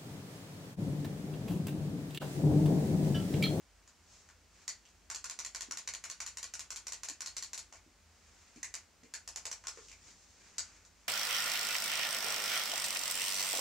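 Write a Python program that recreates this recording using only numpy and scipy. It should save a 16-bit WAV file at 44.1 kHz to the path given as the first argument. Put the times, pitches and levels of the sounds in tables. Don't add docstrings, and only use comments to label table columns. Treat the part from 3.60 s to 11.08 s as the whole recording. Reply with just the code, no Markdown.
import sys
import numpy as np
from scipy import signal
from scipy.fft import rfft, irfft, next_fast_len
from scipy.io import wavfile
from scipy.ndimage import uniform_filter1d, map_coordinates

SR = 44100
rng = np.random.default_rng(int(sys.argv[2]) if len(sys.argv) > 2 else 0)


def pcm_store(signal):
    levels = np.round(np.clip(np.atleast_2d(signal), -1, 1) * 32767)
    wavfile.write(sys.argv[1], SR, levels.astype(np.int16).T)


N = 329856
ROOM_SAMPLES = SR // 3


def amp(db):
    return 10 ** (np.asarray(db) / 20)


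def unit(x):
    return x / np.sqrt(np.mean(x ** 2) + 1e-20)


def along(points, hz):
    f, values = np.transpose(points)
    return np.interp(np.log(hz + 1), np.log(f + 1), values)


def wobble(rate):
    return map_coordinates(rng.standard_normal(int(N * rate / SR) + 4), [np.arange(N) * rate / SR])


def filtered(x, response):
    n = x.shape[-1]
    m = next_fast_len(n + 4096)
    return irfft(rfft(x, m) * response(np.fft.rfftfreq(m, 1 / SR)), m)[..., :n]


def add(out, s, x):
    part = out[:, max(round(s * SR), 0):][:, :x.shape[-1]]
    part += x[..., :part.shape[-1]]


# f/Hz, side level re mid/dB
SIDE_LEVEL = [(30, -30), (70, -16.5), (140, -8.5), (230, -4.5), (1200, -9.5), (2500, -7), (5000, -6),
              (8000, -0.5), (15000, 2)]

def diffuse(size):
    def mid_and_side(hz):
        share = amp(along(SIDE_LEVEL, hz))
        return np.array([np.ones_like(hz), share]) / np.hypot(1, share)
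    mid, side = filtered(rng.standard_normal((2, size)), mid_and_side)
    return np.array([mid + side, mid - side])


def coloured_noise(spectrum):
    return unit(filtered(diffuse(N), lambda hz: amp(along(spectrum, hz))))


# f/Hz, relative level/dB
RUMBLE_SPECTRUM = [(20, -52), (36, -31), (44, -8), (52, 6.5), (63, -14.5), (78, 2.5), (92, -5.5),
                   (108, -14.5), (140, -24), (300, -35.5)]
HISS_SPECTRUM = [(100, -34), (160, -1.5), (400, -7.5), (900, -9), (2300, -10.5), (3700, -15), (4600, -12),
                 (7200, -11), (9000, -20), (15500, -44)]

def background(rumble_db=-69, hiss_db=-67.5):
    rumble = amp(rumble_db) * coloured_noise(RUMBLE_SPECTRUM)
    return rumble + amp(hiss_db) * coloured_noise(HISS_SPECTRUM)


# f/Hz, T60/s
DECAY_TIMES = [(250, 0.17), (1000, 0.27), (2500, 0.24), (6500, 0.19), (10000, 0.19), (15000, 0.097)]
# delay/s, relative level/dB
ECHOES = [(.0026, -3), (.0055, -9.5), (.011, -5), (0.0126, -4.5), (.0152, -15.5), (0.0215, -10)]
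# f/Hz, phase difference/rad
PORT_PHASE = [(3000, 0.24), (7200, -0.5), (8000, -1.95), (13000, -1.2), (15000, -1.5)]

def in_room(x, walls, tail_db, early_db=-6, build_s=0.014, smear_s=0.00076, steady_hz=2500):
    t = np.arange(ROOM_SAMPLES) / SR
    steady = lambda hz: 1 / np.hypot(1, hz / steady_hz)
    changing = filtered(diffuse(ROOM_SAMPLES), lambda hz: np.sqrt(1 - steady(hz) ** 2))
    hz, frames, pattern = signal.stft(filtered(walls, steady) + changing, SR, nperseg=128)
    decay = amp(-60 * frames / along(DECAY_TIMES, hz)[:, None])
    tail = signal.istft(pattern * decay, SR, nperseg=128)[1][:, :ROOM_SAMPLES]
    response = amp(tail_db) * unit(tail * np.where(t < build_s, amp(early_db), 1))
    scatter = diffuse(ROOM_SAMPLES)
    for delay, db in ECHOES:
        window = np.exp(-((t - delay - rng.normal(0, 0.00088)) / smear_s) ** 2)
        response += amp(db) * unit(scatter * window)
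    direct = filtered(x, lambda hz: np.exp(.5j * along(PORT_PHASE, hz) * np.array([[1], [-1]])))
    reflected = signal.fftconvolve(x[None], response / np.sqrt(ROOM_SAMPLES), axes=1)
    return reflected + np.pad(direct, ((0, 0), (0, reflected.shape[1] - len(x))))


# f/Hz, relative level/dB
FIBRE_SPECTRUM = [(300, -2), (1400, -19), (2500, -10), (3600, -5), (4500, -1.5), (6600, 4), (7500, 1),
                  (8500, -8.5), (10500, -20), (15000, -38)]
RUB_SPECTRUM = [(100, -25), (300, -12.5), (750, 0), (1500, 4.5), (2500, 5), (4000, -16), (10000, -36)]
# t/s, half length/s, relative hiss level/dB, relative rub level/dB
CLOTH_STROKES = [(0.562, 0.075, -61.5, -70.5), (1, 0.053, -65, -68.5), (4.83, 0.21, -66, -69.5),
                 (6.214, .11, -58.5, -79.5), (6.48, 0.064, -59.5, -66.5), (6.654, 0.12, -65, -77),
                 (6.873, 0.066, -61.5, -65), (7.088, 0.1, -62, -65), (7.427, 0.064, -71, -74)]

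def clothes(rub_db=-1, grain_db=0.7):
    t = np.arange(N) / SR
    hiss_power, rub_power = np.zeros((2, N))
    for s, half, bright_db, dull_db in CLOTH_STROKES:
        swell = np.exp(-((t - s) / half) ** 2)
        hiss_power += amp(bright_db) ** 2 * swell
        rub_power += amp(dull_db + rub_db) ** 2 * swell
    grain = unit(amp(grain_db * wobble(250) + 1.05 * wobble(35)))
    hiss = np.sqrt(hiss_power) * coloured_noise(FIBRE_SPECTRUM)
    rub = np.sqrt(rub_power) * coloured_noise(RUB_SPECTRUM)
    return grain * (hiss + rub)


# t/s, relative level/dB, f/Hz
POP_TONES = [(2.085, -51.5, 300), (3.50, -57.5, 296), (4.262, -61.5, 287), (4.961, -52, 275),
             (5.431, -55.5, 272), (5.433, -60, 467), (6.173, -50.5, 448)]

def pops(level_db=2, t60=0.034, attack_s=0.0019):
    out, t = np.zeros((2, N)), np.arange(SR // 10) / SR
    for s, db, hz in POP_TONES:
        tone = np.sin(2 * np.pi * hz * t) * amp(-60 * t / t60) * (1 - np.exp(-t / attack_s))
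        add(out, s, amp(db + level_db) * in_room(2 * tone, diffuse(ROOM_SAMPLES), tail_db=-2))
    return out


def resonance(hz, centre_hz, width_hz, db):
    return 10 * np.log10(1 + amp(db) ** 2 / (1 + (2 * (hz - centre_hz) / width_hz) ** 2))


def shell_band(hz):
    return np.interp(hz, [2800, 3800], [1, 0])


# f/Hz, relative level/dB
PLASTIC_SPECTRUM = [(150, -29.5), (400, -14.5), (1000, -12.5), (2300, -7), (2800, -7.5), (3600, -13),
                    (4300, -7.5), (5200, -6), (6000, -1.5), (7300, -2), (8200, -10), (9500, -20),
                    (13300, -28), (15500, -48)]
# f/Hz, bandwidth/Hz, strength/dB
STEADY_RINGS = [(674, 19, 3), (897, 7.6, 10.5), (1074, 48, 7.5), (1485, 43, 2.5), (1440, 20, -13),
                (2410, 17, 1), (4850, 37, -19), (6100, 110, -23), (6800, 57, 5.5), (10240, 180, 3)]

def strike(colour_db, contact_s, slip_db=-18, size=4096):
    t, hz = np.arange(size) / SR, np.fft.rfftfreq(size, 1 / SR)
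    slip = amp(slip_db) * np.exp(-(t / contact_s) ** 2)
    blow = np.exp(-((t - 2 * contact_s) / contact_s) ** 4)
    chatter = rfft(rng.standard_normal(size) * (slip + blow))
    power = np.abs(uniform_filter1d(np.abs(chatter) ** 2, size=40))
    chatter /= np.sqrt(power + 1e-9)
    steady_db = along(PLASTIC_SPECTRUM, hz) + sum(resonance(hz, *ring) for ring in STEADY_RINGS)
    cepstrum = irfft(np.log(amp(steady_db + colour_db(hz)) + 1e-6))
    causal = np.r_[1, np.full(size // 2 - 1, 2), np.zeros(size // 2)]
    minimum_phase = np.exp(rfft(cepstrum * causal))
    fade = np.minimum(1, 2 * (1 - t / t[-1])) ** 2
    return fade * irfft(chatter * minimum_phase)


# t/s, relative level/dB, relative shell level/dB, shell f/Hz
KNOCKS = [(0.276, -47.5, -14, 1440), (0.6882, -48.5, -9, 1500), (1.2528, -51.5, -8.5, 3100),
          (1.288, -54, -21, 820), (4.125, -41.5, -8, 760), (4.156, -48, -13, 2150),
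          (4.96, -47, -16.5, 2220), (5.434, -50.5, -11, 2200), (6.039, -45, -5.5, 1390),
          (6.173, -47.5, -4.5, 1420), (6.284, -45, -14.5, 2840), (6.315, -42.5, -11, 2280),
          (7.25, -47.5, -18, 1390)]

def handling(walls, level_db=21, shell_boost_db=7):
    out = np.zeros((2, N))
    for s, db, shell_db, shell_hz in KNOCKS:
        def colour(hz):
            band = (shell_db + shell_boost_db) * shell_band(hz)
            return band + resonance(hz, shell_hz, width_hz=440, db=13)
        knock = in_room(strike(colour, contact_s=0.00105), walls, tail_db=3)
        add(out, s - .001, amp(db + level_db) * knock)
    return out


USUAL_SNAP_DB = -29

def snap(walls, db, modes, shell_db, crisp_db, crisp_slope=.55, hard_snap_db=-22.5):
    top_db = crisp_db - crisp_slope * (min(db, hard_snap_db) - USUAL_SNAP_DB)
    def colour(hz):
        bands = shell_db * shell_band(hz) + top_db * np.interp(hz, [7500, 9500], [0, 1])
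        return bands + sum(resonance(hz, *mode) for mode in modes)
    return amp(db) * in_room(strike(colour, contact_s=0.000722), walls, tail_db=2, early_db=-6.5)


# t/s, relative level/dB, shell level/dB, shell f/Hz, its strength/dB,
# frame f/Hz, its strength/dB, gear f/Hz
HELD_SNAPS = [(1.0786, -25.5, -8, 1980, 10, 4460, 9, 7060),
              (5.0297, -30, -6.5, 1990, 17.5, 6530, 9.5, 7700), (5.1403, -29, -4, 2120, 9.5, 4870, 3, 7540),
              (5.538, -30, -4, 1690, 11.5, 4400, 6, 7200), (5.676, -33, -2, 870, 3, 5200, 9, 7800),
              (5.7595, -29.5, -3.5, 744, 4.5, 5100, 5, 7300), (5.854, -28, -2, 553, 7, 5130, 5, 7780),
              (5.914, -29.5, -2.5, 740, 2.5, 5760, 6.5, 7500),
              (6.0696, -27, -3.5, 1350, 7.5, 5100, 8, 7900), (6.982, -22.5, -7.5, 1430, 4, 4690, 8, 7700)]

def held_clockwork(walls, level_db=21, crisp_db=4.5, width_hz=236, gear_width_hz=170, gear_db=6.5):
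    out = np.zeros((2, N))
    for s, db, shell_db, shell_hz, shell_mode_db, frame_hz, frame_db, gear_hz in HELD_SNAPS:
        modes = [(shell_hz, width_hz, shell_mode_db), (frame_hz, width_hz, frame_db),
                 (gear_hz, gear_width_hz, gear_db)]
        add(out, s - .0003, amp(level_db) * snap(walls, db, modes, shell_db, crisp_db))
    return out


# t/s, f/Hz
GEAR_PITCH = [(1.5, 7360), (2.4, 6890), (2.9, 7350), (4, 7640)]

def varied(modes, s, db, gear_width_hz=200, gear_db=3, growth=1.2, detune=0.018, scatter_db=3):
    gear_mode = (np.interp(s, *np.transpose(GEAR_PITCH)), gear_width_hz, gear_db)
    extra_db = growth * (db - USUAL_SNAP_DB)
    return [(hz * (1 + detune * rng.normal()), width, strength + extra_db + scatter_db * rng.normal())
            for hz, width, strength in modes + [gear_mode]]


# f/Hz, bandwidth/Hz, relative strength/dB
KICK_MODES = [(1410, 390, 2), (2203, 170, 2), (4350, 1000, -1), (5780, 200, 4)]
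RETURN_MODES = [(1890, 71, 2.5), (3300, 260, -0.5), (4277, 450, 3), (5400, 220, -8)]
# t/s, relative level/dB
SHELL_RADIATION = [(1.5, -1), (2.4, 0.5), (4, -2.5)]
# kick t/s, delay of the return/s, relative kick level/dB, relative return level/dB
HOP_IMPACTS = [(1.5005, .0461, -28.5, -28.5), (1.642, .0555, -29, -28), (1.7893, .0589, -29, -29),
               (1.9476, 0.06, -28.5, -27.5), (2.1101, .0617, -29, -29), (2.275, 0.062, -28.5, -29),
               (2.4393, 0.06, -30, -29.5), (2.603, .06, -29, -29.5), (2.7712, .0578, -30, -28.5),
               (2.9375, 0.056, -30, -29.5), (3.1046, .0554, -29.5, -30), (3.2684, 0.053, -29.5, -28),
               (3.4329, 0.053, -29, -27.5), (3.6061, 0.054, -29, -28.5), (3.7663, 0.058, -29, -29.5),
               (3.9322, 0.045, -29, -30)]

def hopping_clockwork(walls, level_db=20.5, crisp_db_per_s=0.5):
    out = np.zeros((2, N))
    for s, delay, kick_db, return_db in HOP_IMPACTS:
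        shell_db = np.interp(s, *np.transpose(SHELL_RADIATION))
        rise_db = crisp_db_per_s * (s - HOP_IMPACTS[0][0])
        modes = varied(KICK_MODES, s, kick_db)
        kick = snap(walls, kick_db, modes, shell_db - 2, crisp_db=4.5 + rise_db)
        modes = varied(RETURN_MODES, s, return_db)
        rebound = snap(walls, return_db, modes, shell_db - 3, crisp_db=4 + rise_db)
        add(out, s - .0003, amp(level_db) * kick)
        add(out, s + delay - .0003, amp(level_db) * rebound)
    return out


def scene():
    walls = diffuse(ROOM_SAMPLES)
    toy = hopping_clockwork(walls) + held_clockwork(walls) + handling(walls)
    return (toy + clothes()) * amp([[.3], [-.3]]) + pops() + background()


def record(dry, cutoff_hz=15750):
    return filtered(dry, lambda hz: hz < cutoff_hz)


dry = scene()
out = record(dry)
pcm_store(out)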